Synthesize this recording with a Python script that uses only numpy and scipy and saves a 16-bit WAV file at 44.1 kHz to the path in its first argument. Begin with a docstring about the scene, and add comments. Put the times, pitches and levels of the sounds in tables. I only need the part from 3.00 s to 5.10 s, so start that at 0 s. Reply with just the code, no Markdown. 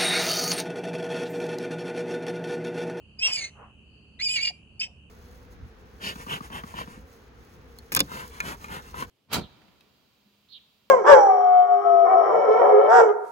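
"""Under a trailer at night, skunks squabble a few metres away.
They give two long squeals and a short one. Each is a whistling voice near 2.4 kHz that a slower
flutter splits into side tones and that breaks into rasp. The squeals echo off the trailer.
The animals scuffle softly in the grass; insects chorus far off over a low rumble and hum."""
import sys
import numpy as np
from scipy import signal
from scipy.fft import rfft, irfft
from scipy.io import wavfile

SR = 44100
rng = np.random.default_rng(int(sys.argv[2]) if len(sys.argv) > 2 else 0)


def unload_audio(sound):
    """Save the sound as a 16-bit wav file, at the path given as the first command line argument."""
    columns = np.transpose(np.atleast_2d(sound))
    # keep every value between -1 and 1, then stretch to whole-number steps
    steps = np.round(np.clip(columns, -1, 1) * 32767)
    wavfile.write(sys.argv[1], SR, steps.astype(np.int16))


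N = 92610
T = np.arange(N) / SR
HZ = np.fft.rfftfreq(N, 1 / SR)

# The tune of each squeal. Each row: time in seconds, pitch in Hz.
FIRST_PITCH = [(0.188, 2467), (0.204, 2461), (0.228, 2644), (0.242, 2754), (0.266, 2728), (0.285, 2664),
               (0.308, 2456), (0.336, 2513), (0.362, 2464), (0.372, 2317), (0.396, 2296), (0.412, 2161),
               (0.438, 2123), (0.455, 2150), (0.49, 2104)]
SECOND_PITCH = [(1.19, 1944), (1.206, 2040), (1.224, 2486), (1.23, 2460), (1.248, 2527), (1.274, 2354),
                (1.306, 2479), (1.35, 2494), (1.384, 2242), (1.404, 2225), (1.434, 2453), (1.452, 2356),
                (1.478, 2393), (1.505, 2340)]
THIRD_PITCH = [(1.795, 2431), (1.806, 2407), (1.815, 2651), (1.835, 2560), (1.87, 2590)]
# How loud each squeal is. Each row: time in seconds, base levels of harmonics one to three in dB.
FIRST_LEVELS = [(0.186, -58, -60, -83), (0.194, -47, -32, -70), (0.212, -35, -41, -53),
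                (0.235, -22, -30, -43), (0.243, -27, -29, -42), (0.252, -21, -24, -38),
                (0.268, -20, -25, -39), (0.272, -29, -27, -41), (0.294, -34, -39, -47),
                (0.31, -36, -39, -50), (0.334, -33, -24, -39), (0.342, -34, -34, -36),
                (0.36, -34, -26, -40), (0.372, -34, -37, -45), (0.394, -33, -29, -42),
                (0.405, -43, -41, -49), (0.417, -34, -37, -43), (0.44, -38, -38, -43),
                (0.45, -32, -35, -41), (0.458, -43, -42, -49), (0.499, -55, -59, -65)]
SECOND_LEVELS = [(1.19, -55, -56, -79), (1.2, -31, -39, -55), (1.206, -40, -35, -56),
                 (1.214, -27, -34, -50), (1.234, -39, -26, -48), (1.262, -30, -26, -41),
                 (1.282, -31, -25, -44), (1.316, -27, -33, -38), (1.334, -36, -28, -38),
                 (1.342, -27, -35, -40), (1.35, -33, -31, -39), (1.364, -23, -29, -42),
                 (1.406, -33, -33, -52), (1.413, -28, -28, -46), (1.421, -34, -35, -47),
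                 (1.433, -25, -24, -42), (1.443, -31, -33, -49), (1.457, -23, -26, -44),
                 (1.465, -36, -34, -46), (1.475, -22, -27, -48), (1.487, -29, -25, -51),
                 (1.503, -45, -50, -57), (1.511, -48, -51, -68)]
THIRD_LEVELS = [(1.793, -61, -64, -78), (1.797, -45, -35, -59), (1.799, -47, -28, -49),
                (1.819, -25, -34, -53), (1.825, -35, -35, -50), (1.835, -31, -37, -50),
                (1.875, -52, -57, -72)]
# How the voice breaks up. Each row: time in seconds, flutter depth, rasp depth.
FIRST_ROUGHNESS = [(.19, .2, .3), (.22, .08, .08), (.23, .55, .09), (.264, .75, .11), (.277, .9, .8),
                   (.305, .7, .85), (.33, .55, .22), (.356, .8, .25), (.37, .7, .5), (.39, .6, .3),
                   (.406, .8, .8), (.422, .4, .4), (.45, .6, .5), (.49, .6, 1.1)]
SECOND_ROUGHNESS = [(1.19, .5, .5), (1.215, .35, .25), (1.232, .2, .08), (1.246, .8, .15),
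                    (1.259, .08, .06), (1.279, .08, .06), (1.29, .8, .13), (1.303, .15, .07),
                    (1.315, .5, .1), (1.326, .25, .08), (1.342, .9, .14), (1.353, .6, .14),
                    (1.366, 1.4, .22), (1.385, .4, .3), (1.41, .45, .3), (1.423, .8, .3), (1.436, .35, .2),
                    (1.455, 1.15, .25), (1.48, 1.2, .18), (1.505, .4, .6)]
THIRD_ROUGHNESS = [(1.795, .05, .1), (1.804, .1, .15), (1.812, .6, .45), (1.82, .45, .3), (1.832, 1.0, .5),
                   (1.87, .5, .7)]
# Harmonics, the tones at 1 to 4 times the pitch. Each row: dB added to the base level,
# strength of the side tones above, strength of those below, strength of the rasp.
VOICE_HARMONICS = [(-1.87, 0.73, 0.083, 0.93), (-0.86, 0.21, 0.29, 1.8), (1, 1.1, 0.7, 3),
                   (-7, 1.8, .8, 2.5)]
# Air hissing in the throat. Each row: frequency in Hz, relative level in dB.
BREATH_SPECTRUM = [(300, -14.5), (700, -21), (1300, -59), (2000, -29), (3000, 0.5), (5000, -8), (7000, -16),
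                   (10500, 1.5), (12000, 20)]
# How the throat colours the voice. Each row: frequency in Hz, boost in dB.
THROAT_BOOST = [(1500, -1.8), (2500, 0.85), (2870, 4), (3250, 1), (3600, 2.5), (4300, -1.5), (4800, 0),
                (5900, 5.4), (6400, 1), (7300, -2), (8600, -0.1), (9000, -9.5), (9500, -1.9), (11000, -2.7)]
# Scuffles in the grass. Each row: peak time, rough rise time and rough fall time in seconds,
# level in dB, centre frequency in Hz, width in octaves.
GRASS_SCUFFLES = [(.278, 0.05, 0.062, -46, 844, 1), (.41, 0.11, 0.095, -56.5, 520, 0.81),
                  (0.623, 0.06, 0.069, -49, 962, 0.53), (.6, 0.017, .05, -54, 492, 0.2),
                  (1.42, .07, 0.11, -62.5, 556, 0.52), (1.506, 0.0053, 0.011, -49, 720, 0.2),
                  (1.88, 0.077, .07, -65, 650, 0.46)]
# Echoes off the trailer. Each row: delay in seconds, gain (a minus flips the wave).
TRAILER_ECHOES = [(.0023, .16), (.0037, .12), (.0051, -.17), (.0072, -.12), (.0094, .14), (.0131, -.09),
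                  (.017, .08)]
# How long the yard rings. Each row: frequency in Hz, seconds to fade by 60 dB.
YARD_DECAY = [(300, .35), (2500, .38), (5000, 0.24), (10000, 0.65)]
# Far insects. Each row: centre frequency in Hz, half width in Hz, level in dB, throb depth.
INSECT_CHORUSES = [(2796, 304, -61, 0.072), (6230, 77, -93, 0.12)]
# One nearer insect. Each row: time in seconds, level in dB.
NEAR_INSECT_LEVEL = [(0, -81), (.2, -78.5), (.75, -97), (.95, -70.5), (1.15, -75), (1.6, -99.5),
                     (1.75, -77.5), (2.1, -91.5)]
# The rumble of the night air. Each row: frequency in Hz, relative level in dB.
RUMBLE_SPECTRUM = [(20, -34.5), (33, -27.5), (42, -4), (52, -5.5), (72, -5), (110, -4), (170, -5.5),
                   (300, -15.5), (420, -17), (560, -23.5), (800, -28.5), (1500, -32.5), (2100, -40),
                   (3400, -43), (5300, -54.5), (7000, -44.5), (10500, -48), (12500, -56.5)]
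# The hum. Each row: frequency in Hz, level in dB.
HUM_TONES = [(72, -60), (216, -66)]
# Timing of direct sound at the two microphones. Each row: frequency in Hz, left's lead in radians.
DIRECT_PHASE = [(0, 0), (300, -.25), (750, .6), (1200, -.7), (2120, 0), (2350, 1.3), (2460, 2.2),
                (2750, 2.05), (2850, 1.65), (3050, 1.8), (4300, 1.55), (4800, 2.3), (5000, 2.55),
                (5200, 3.3), (5550, 3.4), (5700, 3.8), (6150, 3.95), (6550, 5), (7800, 6.1), (9150, 6.3),
                (9400, 7), (10800, 8.3)]
# Balance of direct sound, then of sound from all around. Each row: frequency in Hz, left minus right in dB.
DIRECT_BALANCE = [(60, -1.5), (200, -3.5), (340, -3.5), (700, -.8), (2050, -.3), (2370, -10), (2520, -1.2),
                  (2900, 0), (4200, 1), (4800, -.9), (6000, -.2), (11000, 0)]
AROUND_BALANCE = [(60, -2.3), (200, -2.5), (350, -4), (800, -0.1), (3000, 0.3)]
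# How alike left and right are for sound from all around. Each row: frequency in Hz, likeness (1 = same).
AROUND_LIKENESS = [(50, .99), (150, .94), (400, .72), (1100, .65), (2000, .1), (2800, -.1), (10000, .2)]

TREMOR, TREMOR_HZ = .007, 70  # slight pitch shake: share of the pitch, speed
JITTER, JITTER_HZ = 0.024, 190  # faster pitch shake, at a rasp depth of 1
FLUTTER_RATIO, FLUTTER_WANDER = .196, .05  # flutter rate as a share of the pitch, and how much it strays
SIDE_FALL = .25  # gain from one side tone to the next
SHIMMER_DB, SHIMMER_HZ = 3.6, 65  # how far and how fast the side tones swell and fade
RASP_WIDTH_HZ = 360
BREATH_DB, TAIL_DB, RUMBLE_DB = -23.5, -20.5, -56.5
NEAR_INSECT_HZ, NEAR_INSECT_HALF_WIDTH_HZ = 4520, 300
TREBLE_LIMIT_HZ = 11300


def squeal(pitch, level, roughness):
    """A shrill voice: a slower flutter adds tones above and below each harmonic, and rasp smears it."""
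    (hz,), levels, (flutter, rasp) = curves(pitch), curves(level), curves(roughness)
    start, end = level[0][0], level[-1][0]
    gate = np.clip(np.minimum(T - start, end - T) / 0.00085, 0, 1)
    shake = 1 + TREMOR * wander(TREMOR_HZ) + JITTER * rasp * wander(JITTER_HZ)
    phase = phase_of(hz * shake)
    flutter_hz = hz * FLUTTER_RATIO * (1 + FLUTTER_WANDER * wander(JITTER_HZ))
    beat = np.exp(1j * phase_of(flutter_hz))  # multiplying by this shifts a tone up by flutter_hz
    side_tones = beat * (1 + SIDE_FALL * beat * (1 + SIDE_FALL * beat))  # three, each weaker than the last
    voice = np.zeros(N)
    for order, (db, upper, lower, rasp_share) in enumerate(VOICE_HARMONICS, 1):
        up = flutter * upper * amp(SHIMMER_DB * wander(SHIMMER_HZ))
        down = flutter * lower * amp(SHIMMER_DB * wander(SHIMMER_HZ))
        smear = rasp_share * rasp * unit_level(wander(RASP_WIDTH_HZ) + 1j * wander(RASP_WIDTH_HZ))
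        breakup = 1 + up * side_tones - down * side_tones.conj() + smear
        # Dividing by this size keeps a rough voice as loud as a smooth one.
        size = np.sqrt(1 + (up ** 2 + down ** 2) * (1 + SIDE_FALL ** 2) + (rasp_share * rasp) ** 2)
        tone = breakup / size * np.exp(1j * order * phase)
        base_db = levels[min(order - 1, 2)]  # the fourth harmonic follows the third
        voice += np.sqrt(2) * amp(base_db + db) * tone.real
    effort = np.hypot(amp(levels[0]), amp(levels[1]))
    hiss = noise(amp(at_hz(BREATH_SPECTRUM)))
    breath = amp(BREATH_DB) * effort * (.25 + 3.2 * rasp) * (1 + beat.real) * hiss
    return irfft(rfft(gate * (voice + breath)) * amp(at_hz(THROAT_BOOST)), N)


def yard_echoes(x):
    """Sound bounces quickly off the trailer, then leaves a faint outdoor tail."""
    near = x + sum(gain * np.interp(T - delay, T, x, left=0) for delay, gain in TRAILER_ECHOES)
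    hz, t, tail_noise = signal.stft(rng.standard_normal((2, SR // 2)), SR, nperseg=256)
    fade_in = np.minimum(t / 0.0033, 1)
    fade_out = amp(-60 * t / at_hz(YARD_DECAY, hz)[:, None])
    tail = signal.istft(tail_noise * fade_out * fade_in, SR, nperseg=256)[1]
    ringing = signal.fftconvolve(x[None], tail / np.linalg.norm(tail[0]), axes=1)[:, :N]
    return direct_stereo(near) + amp(TAIL_DB) * ringing


def scuffles():
    """Bodies brush the ground in soft, grainy swells of noise."""
    out = np.zeros((2, N))
    for peak, rise, fall, db, hz, octaves in GRASS_SCUFFLES:
        from_peak = (T - peak) / np.where(T < peak, rise, fall)
        swell = np.exp(1 - np.sqrt(1 + 2 * from_peak ** 2)) ** 1.86
        band = np.exp(-.5 * (np.log2((HZ + 1) / hz) / octaves) ** 2)
        out += amp(db + 0.83 * wander(hz=150)) * swell * noise_all_around(band)
    return out


def insects():
    """Many far insects merge into narrow, throbbing bands of noise; a nearer one swells and fades."""
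    def band(hz, half_width):
        return noise_all_around(1 / (1 + (abs(HZ - hz) / half_width) ** 5.5))
    chorus = sum(amp(db) * band(hz, half_width) * (1 + throb * wander(hz=41))
                 for hz, half_width, db, throb in INSECT_CHORUSES)
    swell = amp(curves(NEAR_INSECT_LEVEL)[0])
    return chorus + swell * band(NEAR_INSECT_HZ, NEAR_INSECT_HALF_WIDTH_HZ)


def rumble_and_hum():
    """A low, distant rumble with a hum whose pitch wavers."""
    hum = np.zeros(N)
    for hz, db in HUM_TONES:
        wavering_hz = hz * (1 + .012 * wander(hz=5.4))
        hum += np.sqrt(2) * amp(db) * np.sin(phase_of(wavering_hz))
    rumble = amp(RUMBLE_DB) * noise_all_around(amp(at_hz(RUMBLE_SPECTRUM)))
    return rumble + direct_stereo(hum)


def direct_stereo(x):
    """One sound reaches the two microphones with different timing and strength."""
    left = np.exp(.5j * at_hz(DIRECT_PHASE)) * amp(at_hz(DIRECT_BALANCE) / 2)
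    pair = np.array([left, 1 / left])
    return irfft(rfft(x) * pair / np.sqrt((abs(pair) ** 2).mean(0)), N)


def noise_all_around(gain):
    """Noise from every direction, only partly alike on the left and right."""
    left, other = rfft(noise(gain)), rfft(noise(gain))
    likeness = np.clip(at_hz(AROUND_LIKENESS), -1, 1)
    right = likeness * left + np.sqrt(1 - likeness ** 2) * other
    tilt = amp(at_hz(AROUND_BALANCE) / 2)
    return irfft(np.array([left * tilt, right / tilt]), N)


def noise(gain):
    """Noise shaped by a gain for each frequency, at an average level of 1."""
    return unit_level(irfft(rfft(rng.standard_normal(N)) * gain, N))


def wander(hz):
    """A random wobble, up to about the given speed."""
    return noise(1 / (1 + (HZ / hz) ** 4) ** .5)


def phase_of(hz):
    """Adds up a changing frequency into the wave's angle in radians."""
    return 2 * np.pi * np.cumsum(hz) / SR


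def amp(db):
    """Turns decibels into a gain."""
    return 10 ** (np.asarray(db) / 20)


def unit_level(x):
    """Scales a signal to an average (rms) level of 1."""
    return x / np.sqrt(np.mean(abs(x) ** 2) + 1e-20)


def at_hz(rows, hz=HZ):
    """Joins the rows of a frequency table with lines, on a scale of octaves."""
    row_hz, values = np.transpose(rows)
    return np.interp(np.log(hz + 1), np.log(row_hz + 1), values)


def curves(rows):
    """Turns each column of a time table into one value per sample."""
    seconds, *columns = np.transpose(rows)
    return [np.interp(T, seconds, column) for column in columns]


def scene():
    """The skunks in the yard, over the night background."""
    voices = (squeal(FIRST_PITCH, FIRST_LEVELS, FIRST_ROUGHNESS)
              + squeal(SECOND_PITCH, SECOND_LEVELS, SECOND_ROUGHNESS)
              + squeal(THIRD_PITCH, THIRD_LEVELS, THIRD_ROUGHNESS))
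    return yard_echoes(voices) + scuffles() + insects() + rumble_and_hum()


def record(dry):
    """Cuts away the highest treble."""
    low_pass = signal.firwin(161, TREBLE_LIMIT_HZ, window=("kaiser", 5), fs=SR)
    return signal.oaconvolve(dry, low_pass[None], "same")


dry = scene()
out = record(dry)
unload_audio(out)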